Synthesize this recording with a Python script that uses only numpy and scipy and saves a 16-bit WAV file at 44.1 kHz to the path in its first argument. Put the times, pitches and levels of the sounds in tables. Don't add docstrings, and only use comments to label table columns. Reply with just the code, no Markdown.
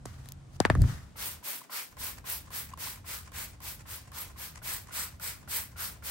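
import sys
import numpy as np
from scipy import signal
from scipy.fft import rfft, irfft, next_fast_len
from scipy.io import wavfile

SR = 44100
rng = np.random.default_rng(int(sys.argv[2]) if len(sys.argv) > 2 else 0)


def put_to_file(sound):
    columns = np.atleast_2d(sound).T
    safe = np.clip(columns, -1, 1)
    whole_steps = np.round(safe * 32767)
    wavfile.write(sys.argv[1], SR, whole_steps.astype(np.int16))


N = 269406
TIME = np.arange(N) / SR

# start in seconds, pressure rise in seconds, length in seconds,
# hiss level in dB, clack level in dB, the clack's tick accent in dB, seconds until the trigger
# springs back, refill level in dB.
STROKES = [(1.155, 0.046, 0.15, -38, -40.5, -8, 0.21, -61.5), (1.426, 0.032, 0.13, -39, -44, -1, 0.22, -65),
           (1.695, 0.04, .12, -38.5, -38.5, -11, 0.23, -61), (1.968, 0.053, 0.12, -36, -38.5, 9, 0.21, -55),
           (2.241, 0.04, 0.11, -36, -38.5, 2, 0.23, -57.5), (2.504, 0.048, 0.1, -36, -38, 11, 0.21, -52.5),
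           (2.774, 0.037, .13, -39, -38, 14.5, .2, -57), (3.042, 0.056, 0.12, -39, -44, -7, .23, -53),
           (3.318, 0.05, 0.12, -39.5, -42.5, 15, 0.22, -58.5), (3.603, 0.06, 0.1, -38.5, -42, 16, 0.2, -58),
           (3.854, 0.057, 0.1, -41.5, -42.5, -9, 0.22, -59),
           (4.117, 0.054, 0.11, -41.5, -40, 13, 0.18, -58),
           (4.359, 0.058, 0.1, -40.5, -42, -11, .213, -52.5), (4.617, .045, 0.14, -36, -41.5, 3, 0.27, -52),
           (4.907, 0.045, 0.13, -36, -39, -2, 0.23, -61), (5.197, 0.049, 0.1, -35, -38.5, 15, 0.23, -60),
           (5.475, 0.047, 0.12, -31.5, -38, 5, .25, -61.5),
           (5.758, 0.045, 0.11, -35.5, -40.5, -10, 0.2, -59),
           (6.023, 0.045, 0.12, -35.5, -39.5, 6, .21, -59)]
def spray():
    jet, wet = np.zeros(N), np.zeros(N)
    for start, rise, length, hiss_db, *_ in STROKES:
        add(jet, start, undb(hiss_db) * squeeze(length, rise, fade_s=0.015))
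        wet_db = -40.5 + 0.33 * (hiss_db + 36.5)
        add(wet, start, undb(wet_db) * squeeze(length - 0.011, 0.89 * rise, fade_s=0.02))
    drops = undb(0.5) * patter()
    chamber = undb(-13.5) * unit(band(stereo_noise(likeness=0.92), 867, 1117)) * undb(2 * walk(70))
    hiss = undb(1) * nozzle()
    part = undb(2.5) * drumming()
    return jet * hiss + wet * pan(drops + part + chamber, db=1.5)


def squeeze(length_s, rise_s, fade_s):
    t = TIME[:SR // 2]
    build = 1 - np.exp(-(t / rise_s) ** 1.62)
    return build / np.sqrt(1 + np.exp((t - length_s) / fade_s))


# frequency in Hz, level in dB.
HISS = [(500, -34), (1500, -6), (3000, -4.5), (5000, -13.5), (7000, -16), (8600, 2.5), (10200, 1),
        (11600, 8), (13500, 5), (15500, 5.5), (17000, 5.5)]
# time in seconds, top treble in dB, upper mids in dB.
FACING = [(1.25, -10, -6), (1.5, -4, -8), (2.05, -2.5, 7), (2.45, -3, 1), (2.85, -3, 6.5), (3.5, -4, 8.5),
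          (4.2, -1.5, -10), (4.7, -2, 9.5), (5.3, -1.5, 10), (6.1, -8, 4)]
def nozzle():
    times, top_db, middle_db = np.transpose(FACING)
    grit = rng.standard_normal(N) * undb(4.1 * rng.standard_normal(N))
    hiss = colour(grit, HISS)
    top = undb(np.interp(TIME, times, top_db) + 2.0 * walk(15)) - 1
    middle = undb(np.interp(TIME, times, middle_db) + 1.1 * walk(9)) - 1
    hiss = hiss + top * band(hiss, 10800, 15300) + middle * band(hiss, 4140, 7900)
    hiss = bounce(hiss * undb(1.4 * walk(70)), lag_s=0.0026, echo_db=-5.5)
    halo = undb(-8.5) * air(HISS, likeness=0.13)
    return from_right(hiss, lag_s=0.00025) + halo


def bounce(x, lag_s, echo_db):
    late = TIME - lag_s * (1 + 0.0122 * walk(3))
    return x + undb(echo_db) * np.interp(late, TIME, x)


# frequency in Hz, level in dB.
SPLATTER = [(200, -14), (450, -2.5), (700, -2), (1050, -4.5), (1500, -0.5), (2200, -0.5), (3200, 0),
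            (5000, -1), (7000, -1), (9500, -2.5), (15000, -70)]
def patter(drops_per_s=9000):
    landings = rng.random((2, N)) < drops_per_s / SR
    drops = landings * rng.standard_normal((2, N)) * undb(0.75 * rng.exponential(size=(2, N)))
    return colour(spread(drops, likeness=0.047), SPLATTER) * undb(0.28 * walk(83))


# centre in Hz, width in Hz.
PART_MODES = [(1350, 400), (1800, 540), (2250, 640), (4900, 1750)]
# time in seconds, drumming level in dB.
AIM = [(1.2, -8), (1.5, -10.5), (1.78, -3), (2.1, -7.5), (3.1, -6.5), (4.2, -8), (4.7, -6.5), (5.3, -2.5),
       (6.1, -7)]
def drumming():
    out = 0
    for hz, width in PART_MODES:
        mode = unit(band(stereo_noise(likeness=0.24), hz - width / 2, hz + width / 2))
        out = out + mode * undb(3 * walk(14))
    return unit(out) * undb(np.interp(TIME, *np.transpose(AIM)))


# time in seconds, pitch in Hz.
VALVE_NOTE = [(1.15, 900), (1.7, 1038), (4.36, 1070), (4.62, 1457), (6.1, 1400)]
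def valves():
    out = np.zeros((2, N))
    for start, _, _, _, clack_db, tick_db, back, refill_db in STROKES:
        hz = np.interp(start, *np.transpose(VALVE_NOTE))
        add(out, start, undb(clack_db) * clack(hz, tick_db))
        add(out, start + back, undb(refill_db + 11) * clack(hz=1040, tick_db=-1))
    return out


def clack(hz, tick_db):
    cushion = 1 - np.exp(-TIME[:4096] / 0.0015)
    note = undb(-4.5) * ring(hz, decay_s=0.0074) + undb(-9.5) * burst(500, 1970, decay_s=0.019)
    tick = undb(tick_db - 13) * burst(3200, 17000, decay_s=0.002)
    return cushion * (note + tick)


# start in seconds, level in dB, pitch in Hz.
POPS = [(1.614, -41.5, 1030), (2.478, -50, 1120), (2.7345, -33, 1066), (2.869, -35, 1000)]
def trigger_pops(length_s=0.0085):
    out = np.zeros((2, N))
    swell = np.sin(np.pi * np.clip(TIME[:4096] / length_s, 0, 1)) ** 1.5
    for start, db, hz in POPS:
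        hollow = ring(hz, decay_s=0.05) + 0.13 * ring(2.7 * hz, decay_s=0.012)
        add(out, start, undb(db) * swell * (hollow + 0.15 * burst(1500, 11000, decay_s=0.025)))
    return out


def refills(half_length_s=0.021):
    suck = sum(undb(db) * np.exp(-((TIME - start - back) / half_length_s) ** 2)
               for start, *_, back, db in STROKES)
    bubbles = stereo_noise(likeness=0.18) * undb(4.2 * walk(220))
    gurgle = unit(band(bubbles, 740, 3570))
    fizz = undb(-1) * unit(band(bubbles, 3200, 8300))
    return suck * (gurgle + fizz)


# start in seconds, level in dB, contact hardness as an upper
# corner in Hz, ring pitch in Hz, tick accent in dB, lean to the left in dB.
KNOCKS = [(0.0551, -33.5, 960, 750, -4, 1), (.058, -47.5, 1450, 1350, 15, -1),
          (.258, -47, 2370, 1860, 2, 4), (.288, -52.5, 5900, 4370, 22, 2), (.321, -55, 6000, 4300, 24.5, 4),
          (0.6021, -15, 763, 760, 3, 4), (0.6512, -9, 2330, 1790, -23, 3), (.658, -32, 1670, 1300, 0, -2),
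          (0.7, -10, 1710, 649, -19, 3), (0.7518, -24.5, 1480, 1220, -9, -2.5),
          (0.819, -36, 4860, 4650, 9, 3), (0.84, -35.5, 1220, 1300, -26, 4)]
def finger_knocks():
    out = np.zeros((2, N))
    for start, db, corner_hz, ring_hz, tick_db, pan_db in KNOCKS:
        thud = np.array([case_wave(corner_hz, lag_cycles) for lag_cycles in (1.218, 1.084)])
        snap = burst(3800, 7500 + 1.2 * corner_hz, decay_s=0.0009)
        tick = undb(tick_db - 1.5) * spread(snap, likeness=0.19)
        spot_ring = undb(-7.5) * ring(ring_hz, decay_s=3.7 / ring_hz)
        loose_parts = undb(-16) * burst(530, 1740, decay_s=0.011)
        add(out, start, undb(db) * pan(thud + tick + spot_ring + loose_parts, pan_db))
    return out


# centre in Hz, width in Hz, boost in dB.
CASE_MODES = [(256, 730, 12.5), (1090, 270, 5), (1390, 130, 1), (1780, 350, 12.5), (2830, 1200, 1),
              (3630, 210, 7), (4610, 190, 13.5), (5360, 480, 0), (8100, 300, 21)]
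def case_wave(corner_hz, lag_cycles, size=4096):
    f = np.maximum(np.arange(size + 1) * SR / (2 * size), 1)
    boost_db = sum(db / (1 + ((f - hz) / (width / 2)) ** 2) for hz, width, db in CASE_MODES)
    rolloff = np.sqrt((1 + (f / corner_hz) ** 5) * (1 + (100 / f) ** 4))
    cepstrum = irfft(np.log(undb(boost_db) / rolloff))
    causal = np.exp(rfft(2 * cepstrum[:size], 2 * size))
    dispersion = np.exp(-2j * np.pi * lag_cycles * np.log(f / corner_hz))
    wave = irfft(causal * dispersion)[:size]
    return wave / np.abs(wave).max()


# frequency in Hz, level in dB.
CASE_RUMBLE = [(22, -12), (50, -4), (70, 0), (90, 4.5), (140, -3), (200, -12), (280, -20.5), (400, -31.5),
               (700, -37.5), (1500, -75)]
# frequency in Hz, level in dB.
SKIN_RUB = [(250, -5), (700, 2.5), (1200, 5.5), (1800, -7), (2900, -2.5), (6000, -2.5), (9000, -6),
            (12000, -10), (16000, -12)]
# crest time in seconds, swell in seconds, release in seconds,
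# rumble level in dB, rub level in dB, scrape level in dB.
GRIPS = [(0.064, 0.0055, .13, -45, -55.5, -59.5), (.3, 0.069, 0.019, -58, -58, -73),
         (.565, 0.028, 0.0051, -49, -55.5, -72), (0.611, 0.0072, 0.033, -44, -50, -58),
         (.65, 0.012, 0.022, -43, -56, -40.5), (.715, .02, .03, -26, -52.5, -46),
         (0.764, 0.022, .025, -21, -59, -53), (0.819, 0.05, 0.043, -16.5, -55, -62),
         (0.889, 0.05, 0.079, -33.5, -45.5, -48)]
def grip():
    power = np.zeros((3, N))
    for crest, swell, release, *levels_db in GRIPS:
        shape = np.exp(-np.maximum((crest - TIME) / swell, (TIME - crest) / release))
        power += np.outer(undb(levels_db), shape) ** 2
    press, slide, drag = np.sqrt(power)
    rumble = press * air(CASE_RUMBLE, likeness=0.9)
    rub = slide * air(SKIN_RUB, likeness=0.036)
    scrape = drag * unit(band(stereo_noise(likeness=0.21), 1180, 2040))
    return rumble + pan((rub + scrape) * undb(1.2 * walk(120)), db=2)


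# time in seconds, level in dB.
HUM = [(0, -54), (.6, -54), (1.1, -67.5), (6.11, -67)]
def motor_hum(hz=135):
    level = undb(np.interp(TIME, *np.transpose(HUM)))
    phase = 2 * np.pi * np.cumsum(hz + 1.82 * walk(8)) / SR
    return level * np.sqrt(2) * np.sin(phase)


# frequency in Hz, level in dB.
LOW_AIR = [(13, -29), (22, -40), (39, -4.5), (81, 1.5), (260, -17.5), (340, -23), (570, -120)]
# frequency in Hz, level in dB.
FAR_AIR = [(120, 4.5), (250, -0.5), (450, -5.5), (750, -6.5), (1200, -10.5), (2500, -17.5), (4000, -20),
           (9000, -22.5), (16000, -48)]
def outdoors(dip_at_s=1.67, dip_half_s=0.24, dip_db=-40):
    rumble = undb(-51 + walk(7)) * air(LOW_AIR, likeness=0.92)
    bass = rumble + motor_hum()
    dip = undb(dip_db * np.exp(-((TIME - dip_at_s) / dip_half_s) ** 4))
    distance = undb(-60) * air(FAR_AIR, likeness=0.2) * undb(walk(5.6))
    return dip * bass + distance


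def undb(db):
    return 10 ** (np.asarray(db) / 20)


def unit(x):
    return x / np.sqrt(np.mean(x ** 2))


def colour(x, points):
    hz, db = np.transpose(points)
    size = next_fast_len(N)
    f = np.maximum(np.arange(size // 2 + 1) * SR / size, 1)
    gain = undb(np.interp(np.log(f), np.log(hz), db, left=-100, right=-100))
    return unit(irfft(rfft(x, size) * gain, size)[..., :N])


def band(x, lo_hz, hi_hz):
    return signal.sosfilt(signal.butter(2, [lo_hz, hi_hz], "band", fs=SR, output="sos"), x)


def walk(rate_hz):
    knots = rng.standard_normal(2048)
    return unit(np.interp(TIME * rate_hz, np.arange(len(knots)), knots))


def spread(pair, likeness):
    mid, side = np.sqrt(1 + likeness) * pair[0], np.sqrt(1 - likeness) * pair[1]
    return np.array([mid + side, mid - side]) / np.sqrt(2)


def stereo_noise(likeness):
    return spread(rng.standard_normal((2, N)), likeness)


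def air(points, likeness):
    return colour(stereo_noise(likeness), points)


def pan(x, db):
    return x * undb(np.array([[db], [-db]]) / 2)


def from_right(x, lag_s):
    return np.array([np.roll(x, round(lag_s * SR)), x])


def add(out, start_s, x):
    i = min(max(int(start_s * SR), 0), N)
    out[..., i:i + x.shape[-1]] += x[..., :N - i]


def ring(hz, decay_s, size=4096):
    t = TIME[:size]
    return np.sin(2 * np.pi * hz * t) * np.exp(-t / decay_s)


def burst(lo_hz, hi_hz, decay_s, size=4096):
    return unit(band(rng.standard_normal((2, size)), lo_hz, hi_hz)) * np.exp(-TIME[:size] / decay_s)


def scene():
    return spray() + valves() + trigger_pops() + refills() + finger_knocks() + grip() + outdoors()


def record(dry):
    top_hz = 15750
    return signal.sosfilt(signal.ellip(10, 0.2, 70, top_hz, fs=SR, output="sos"), dry)


dry = scene()
out = record(dry)
put_to_file(out)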